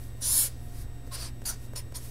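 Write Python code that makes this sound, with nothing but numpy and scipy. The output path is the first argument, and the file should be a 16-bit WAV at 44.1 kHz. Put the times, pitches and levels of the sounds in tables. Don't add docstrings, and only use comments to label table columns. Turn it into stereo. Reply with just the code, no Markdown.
import sys
import numpy as np
from scipy import signal
from scipy.fft import rfft, irfft, next_fast_len
from scipy.io import wavfile
from scipy.ndimage import uniform_filter1d, map_coordinates

SR = 44100
rng = np.random.default_rng(int(sys.argv[2]) if len(sys.argv) > 2 else 0)


def to_wav(s):
    ch = np.atleast_2d(s).T
    pcm = np.round(np.clip(ch, -1, 1) * 32767)
    wavfile.write(sys.argv[1], SR, pcm.astype(np.int16))


def linear_from_db(decibels):
    return 10 ** (np.asarray(decibels, float) / 20)


N = 92610


def unit(x):
    return x / np.sqrt(np.mean(x ** 2) + 1e-20)


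def filtered(x, response):
    m = next_fast_len(N + SR // 2)
    return irfft(rfft(x, m) * response(np.fft.rfftfreq(m, 1 / SR)), m)[:N]


def ringing(modes):
    def response(f):
        total = 0
        for k, (hz, width_hz, db) in enumerate(modes):
            damping = 1j * f * width_hz
            total = total + (-1) ** k * linear_from_db(db) * damping / (hz * hz - f * f + damping)
        return total
    return response


def coloured(points):
    hz, db = np.transpose(points)
    noise = rng.standard_normal(N)
    return unit(filtered(noise, lambda f: linear_from_db(np.interp(np.log(f + 1), np.log(hz + 1), db))))


def motion(rows):
    s, db, bright_db = np.transpose(rows)
    t = np.arange(N) / SR
    return np.interp(t, s, db, left=-120, right=-120), np.interp(t, s, bright_db)


def wobble(rate):
    knots = rng.standard_normal(int(N * rate / SR) + 4)
    return map_coordinates(knots, [np.arange(N) * rate / SR])


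def tilted(x, bright_db):
    split_hz, wander_db = 8200, 1.5
    z = signal.stft(x, nperseg=256)[2]
    patches = uniform_filter1d(rng.standard_normal(z.shape), size=2, axis=0)
    patches = uniform_filter1d(patches, size=16, axis=1)
    x = signal.istft(z * linear_from_db(wander_db * unit(patches)), nperseg=256)[1][:N]
    low = filtered(x, lambda f: 1 / (1 + (f / split_hz) ** 8))
    return unit(low * linear_from_db(-bright_db / 2) + (x - low) * linear_from_db(bright_db / 2))


# f/Hz, level/dB, width/Hz
FAN_LINES = [(27.6, -47, 2.9), (52.36, -48, 1.23), (58.4, -48, 5.2), (76.6, -51.5, 4.1), (96.6, -52, 4.3),
             (163, -67, 32), (205.6, -64.5, 7.6), (240.5, -62, 5.8), (264.4, -63, 6.5), (283.5, -64, 9.3),
             (351.4, -68.5, 5.5)]


def fan():
    out = np.zeros(N)
    for hz, db, width_hz in FAN_LINES:
        noise = rng.standard_normal(N)
        out += linear_from_db(db) * unit(filtered(noise, lambda f: 1 / (1 + ((f - hz) / width_hz) ** 4)))
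    return out


def tone(hz, db):
    t = np.arange(N) / SR
    return np.sqrt(2) * linear_from_db(db) * np.sin(2 * np.pi * (hz * t + rng.random()))


def mains():
    return tone(119.3, -45.5 + 1 * (wobble(4.6) + wobble(22.4)))


# f/Hz, level/dB, sway/dB
WHINE = [(710.6, -72, 1), (1863, -70.5, .5), (2767, -80, 1.5), (3725, -73, .5), (5588, -77, .5),
         (7450, -80, 1), (12489, -76, 1)]


def whine():
    t = np.arange(N) / SR
    out = sum(tone(hz, db + sway_db * (wobble(3.97) + wobble(40.7))) for hz, db, sway_db in WHINE)
    drone_s, drone_half_s = .8, .3
    out += tone(708, -65 + wobble(8.2)) * np.exp(-.5 * ((t - drone_s) / drone_half_s) ** 2)
    sag_db, sag_s, sag_half_s = 2, 0.7, .2
    sag = sag_db * np.exp(-((t - sag_s) / sag_half_s) ** 4)
    return out + tone(8000, -67 + .5 * wobble(12.2) - sag)


# f/Hz, level/dB per Hz
AIR = [(12, -20), (40, -21), (125, -11.5), (180, -22.5), (260, -20.5), (500, -25), (715, -38.5),
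       (1100, -50), (2000, -58)]
# f/Hz, level/dB per Hz
HISS = [(590, 4.5), (1000, -1), (1820, -3), (2370, -6.5), (6800, -12.5), (7720, -21), (8460, -12),
        (15600, -14)]


def room_tone():
    air_db, hiss_db = -53, -58
    return fan() + mains() + whine() + linear_from_db(air_db) * coloured(AIR) + linear_from_db(hiss_db) * coloured(HISS)


def room(x):
    t60_s = 0.15
    t = np.arange(SR // 3) / SR
    tail = rng.standard_normal(len(t)) * linear_from_db(-60 * t / t60_s)
    return signal.fftconvolve(x, tail / np.linalg.norm(tail))[:N]


# t/s, level/dB, brightness/dB
SLIDES = [
    [(0, -55.5, 3), (.04, -53.5, 2), (.105, -65, -3), (.15, -69.5, 0), (.195, -64, -2), (.215, -54, 1)],
    [(.49, -54, -7), (.56, -64.5, -12), (.65, -60.5, 7), (.72, -60, -4), (.76, -53.5, -0.5), (.82, -51, 2),
     (.855, -63.5, -3)],
    [(1.04, -84, 0), (1.07, -61, -1), (1.11, -69, 0)],
    [(1.56, -59, -8), (1.59, -61.5, -6), (1.65, -54, 0), (1.69, -69, -6)],
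    [(1.985, -49, 0), (2.0, -53.5, -2), (2.05, -48.5, 1), (2.1, -53, -1)],
]
# f/Hz, level/dB per Hz
SKIN = [(1470, -8), (2500, -6.5), (2980, -9), (5010, -2), (7070, -5.5), (9980, -1), (12200, -1.5),
        (15600, -8)]


def hand():
    return sum(linear_from_db(db) * tilted(coloured(SKIN), bright_db) for db, bright_db in map(motion, SLIDES))


# t/s, peak level/dB, tick level against the thud/dB
TAPS = [
    (0.171, -54, 6),
    (1.075, -38.5, -8),
    (1.416, -60, 13),
    (1.419, -34, -9),
    (1.441, -53, 11),
    (1.732, -62, 8),
    (1.735, -32.5, -11),
    (1.921, -51, 6),
    (1.924, -36.5, -10),
]
# f/Hz, width/Hz, level/dB
DESK = [(186, 70, 0), (506, 280, 5), (1050, 500, -1), (1650, 700, -1)]


def taps():
    push_db, push_t60_s, tick_t60_s = 6.5, 0.0013, 0.022
    tick_low_hz, tick_top_hz = 5000, 13400
    push, ticks = np.zeros(N + SR), np.zeros(N + SR)
    t = np.arange(SR // 50) / SR
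    for s, db, tick_db in TAPS:
        here = slice(round(s * SR), round(s * SR) + len(t))
        push[here] += linear_from_db(db + push_db - 60 * t / push_t60_s)
        ticks[here] += linear_from_db(db + tick_db - 60 * t / tick_t60_s) * rng.standard_normal(len(t))
    thud = filtered(push[:N], ringing(DESK))
    scuff = filtered(ticks[:N], lambda f: f * f / (f * f + tick_low_hz ** 2) / (1 + (f / tick_top_hz) ** 4))
    return thud + scuff


def catches():
    per_s, spread_db, clump_db = 26000, 1.5, .3
    hit = rng.random(N) < per_s / SR
    strength_db = spread_db * rng.standard_normal(N) + clump_db * wobble(330)
    return hit * rng.choice([-1, 1], N) * linear_from_db(strength_db)


# t/s, half length/s, f/Hz, width/Hz, level/dB
SWELLS = [(0.26, .03, 14200, 1500, -46), (.24, 0.018, 5600, 460, -50), (0.313, 0.031, 5300, 330, -40.5),
          (1.5, 0.023, 1397, 150, -50.5), (1.49, 0.042, 720, 280, -58.5), (1.49, .025, 14800, 1500, -53),
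          (1.145, 0.012, 4600, 990, -50.5), (0.27, .04, 9600, 400, -34), (0.29, 0.033, 7220, 200, -40.5),
          (.28, .04, 11000, 400, -46), (0.4, .04, 8500, 400, -35.5), (0.41, .035, 12050, 400, -36),
          (0.33, 0.051, 1040, 130, -58), (0.36, 0.025, 1800, 90, -61), (0.42, 0.034, 1400, 90, -54.5),
          (0.41, 0.035, 1800, 120, -55.5), (0.42, .04, 2280, 160, -52.5), (0.41, 0.036, 3290, 200, -50),
          (0.458, 0.017, 510, 71, -53), (1.128, 0.023, 1070, 57, -52.5), (1.142, 0.011, 8800, 350, -47.5),
          (1.2, 0.014, 14400, 600, -54), (1.203, .025, 2700, 120, -62), (1.227, .02, 4670, 180, -48.5),
          (1.47, 0.008, 10000, 500, -38.5), (1.493, .012, 8900, 760, -41), (1.499, 0.0091, 5860, 300, -38),
          (1.505, 0.01, 4030, 220, -48), (1.55, .012, 5900, 900, -57), (1.779, 0.015, 5250, 300, -49),
          (1.954, 0.0065, 4300, 350, -50.5), (1.8, 0.016, 2100, 1400, -62), (1.975, .01, 4500, 600, -54),
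          (1.967, .009, 5500, 370, -47), (1.966, 0.0073, 9100, 600, -42.5), (1.985, 0.011, 6500, 1000, -50)]


def swells():
    contact_db = 17
    t, fibres = np.arange(N) / SR, catches()
    contact = sum(np.minimum(linear_from_db(db - db.max() + contact_db), 1) for db, _ in map(motion, STROKES))
    out = np.zeros(N)
    for s, half_s, hz, width_hz, db in SWELLS:
        mode = unit(filtered(fibres, lambda f: ringing([(hz, width_hz, 0)])(f) ** 2))
        out += linear_from_db(db) * np.exp(-.5 * ((t - s) / half_s) ** 2) * mode
    return contact * out


# t/s, level/dB, brightness/dB
STROKES = [
    [(.21, -50, 6), (.224, -35.5, -14), (.26, -28, -4.5), (.32, -24, 1.5), (.39, -21.5, 2.5),
     (.43, -23.5, -0.5), (.465, -29.5, -4), (.485, -41, -12), (.5, -68, 6)],
    [(1.111, -62, -11), (1.119, -46, 3.5), (1.135, -39.5, 5), (1.155, -35.5, 5.5), (1.172, -44.5, -5),
     (1.19, -43.5, -4), (1.225, -38.5, -0.5), (1.27, -43.5, -4), (1.295, -53.5, 1), (1.312, -72, 2)],
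    [(1.451, -55, 3), (1.456, -33.5, 4.5), (1.47, -33, 5), (1.5, -32, 6), (1.515, -39, -3),
     (1.525, -45.5, -6), (1.545, -51.5, -8), (1.565, -67, -14)],
    [(1.754, -57, -6), (1.76, -37, 0), (1.775, -36.5, 2.5), (1.798, -44, 10), (1.812, -55, -3),
     (1.828, -68, -17)],
    [(1.942, -56, -7.5), (1.947, -43, -5), (1.957, -36.5, 0), (1.97, -38, 5), (1.98, -50, 10),
     (2.0, -66, 1)],
]
# f/Hz, width/Hz, level/dB
RINGS = [
    [(4000, 790, -12.5), (4670, 330, -12), (5330, 220, -9), (6220, 980, -16.5), (7200, 370, -7),
     (8200, 810, -12), (10360, 800, -2.5), (12700, 630, -8.5), (14100, 2900, -18.5)],
    [(4240, 580, -0.5), (5000, 680, -1), (6170, 840, -5), (7400, 1150, -7.5), (9560, 750, -2.5),
     (11100, 1400, -9.5), (13600, 2700, -15.5)],
    [(4620, 280, -1.5), (5180, 370, -6.5), (6130, 470, -2), (7050, 290, -2), (7660, 920, -8),
     (9630, 760, -3), (10650, 400, -3.5), (11900, 1800, -10.5), (14500, 2100, -17)],
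    [(3000, 660, -16), (4340, 300, -1), (5440, 490, -4), (7040, 590, -6), (9500, 920, -6),
     (10900, 600, -6.5), (12300, 1700, -14.5)],
    [(3050, 670, -3.5), (4320, 520, -1), (5470, 550, -2.5), (6850, 640, -7), (9160, 1100, -5),
     (10600, 940, -4), (12900, 2600, -12)],
]
# level against the stroke's peak/dB, main f/Hz, width/Hz, its level/dB
SHEET = [
    (-24.5, 1480, 360, -0.5),
    (-10.5, 1290, 230, 0),
    (-14.5, 1400, 210, 2),
    (-12, 2400, 560, -1),
    (-14, 2300, 460, -0.5),
]
# f/Hz, width/Hz, level/dB
SHEET_MODES = [(516, 112, -2), (1020, 194, -4), (2300, 2320, -6)]
# f/Hz, level against the stroke/dB
BENDS = [
    (5720, -5),
    (4100, -12.5),
    (4700, -13.5),
    (5250, -17),
    (4300, -4.5),
]


def marker():
    bend_width_hz, bend_fade_db_per_s = 600, 178
    sheet_grows = 0.51
    out, t = np.zeros(N), np.arange(N) / SR
    for rows, ring, (sheet_db, *main), (bend_hz, bend_db) in zip(STROKES, RINGS, SHEET, BENDS):
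        db, bright_db = motion(rows)
        fibres = catches()
        sheet = unit(filtered(fibres, ringing(sorted(SHEET_MODES + [tuple(main)]))))
        sheet_gain = linear_from_db(db.max() + sheet_db + sheet_grows * (db - db.max())) * (db > -119)
        rung = filtered(fibres, ringing(ring))
        nib = tilted(filtered(rung, lambda f: f * f / (f * f + 2500 ** 2)), bright_db)
        bend = unit(filtered(fibres, lambda f: ringing([(bend_hz, bend_width_hz, 0)])(f) ** 2))
        fade_db = bend_fade_db_per_s * np.abs(t - rows[1][0])
        out += linear_from_db(db) * (nib + linear_from_db(bend_db - fade_db) * bend) + sheet_gain * sheet
    return out


def scene():
    echo_db = -15
    near = marker() + swells() + taps() + hand()
    return np.tile(near + linear_from_db(echo_db) * room(near) + room_tone(), (2, 1))


def low_pass(x):
    return signal.sosfilt(signal.butter(12, 15700, fs=SR, output="sos"), x)


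def record(dry):
    top_hz, offset = 15740, .0079
    wet = np.array([filtered(v, lambda f: f < top_hz) for v in dry])
    return low_pass(wet + offset)


dry = scene()
out = record(dry)
to_wav(out)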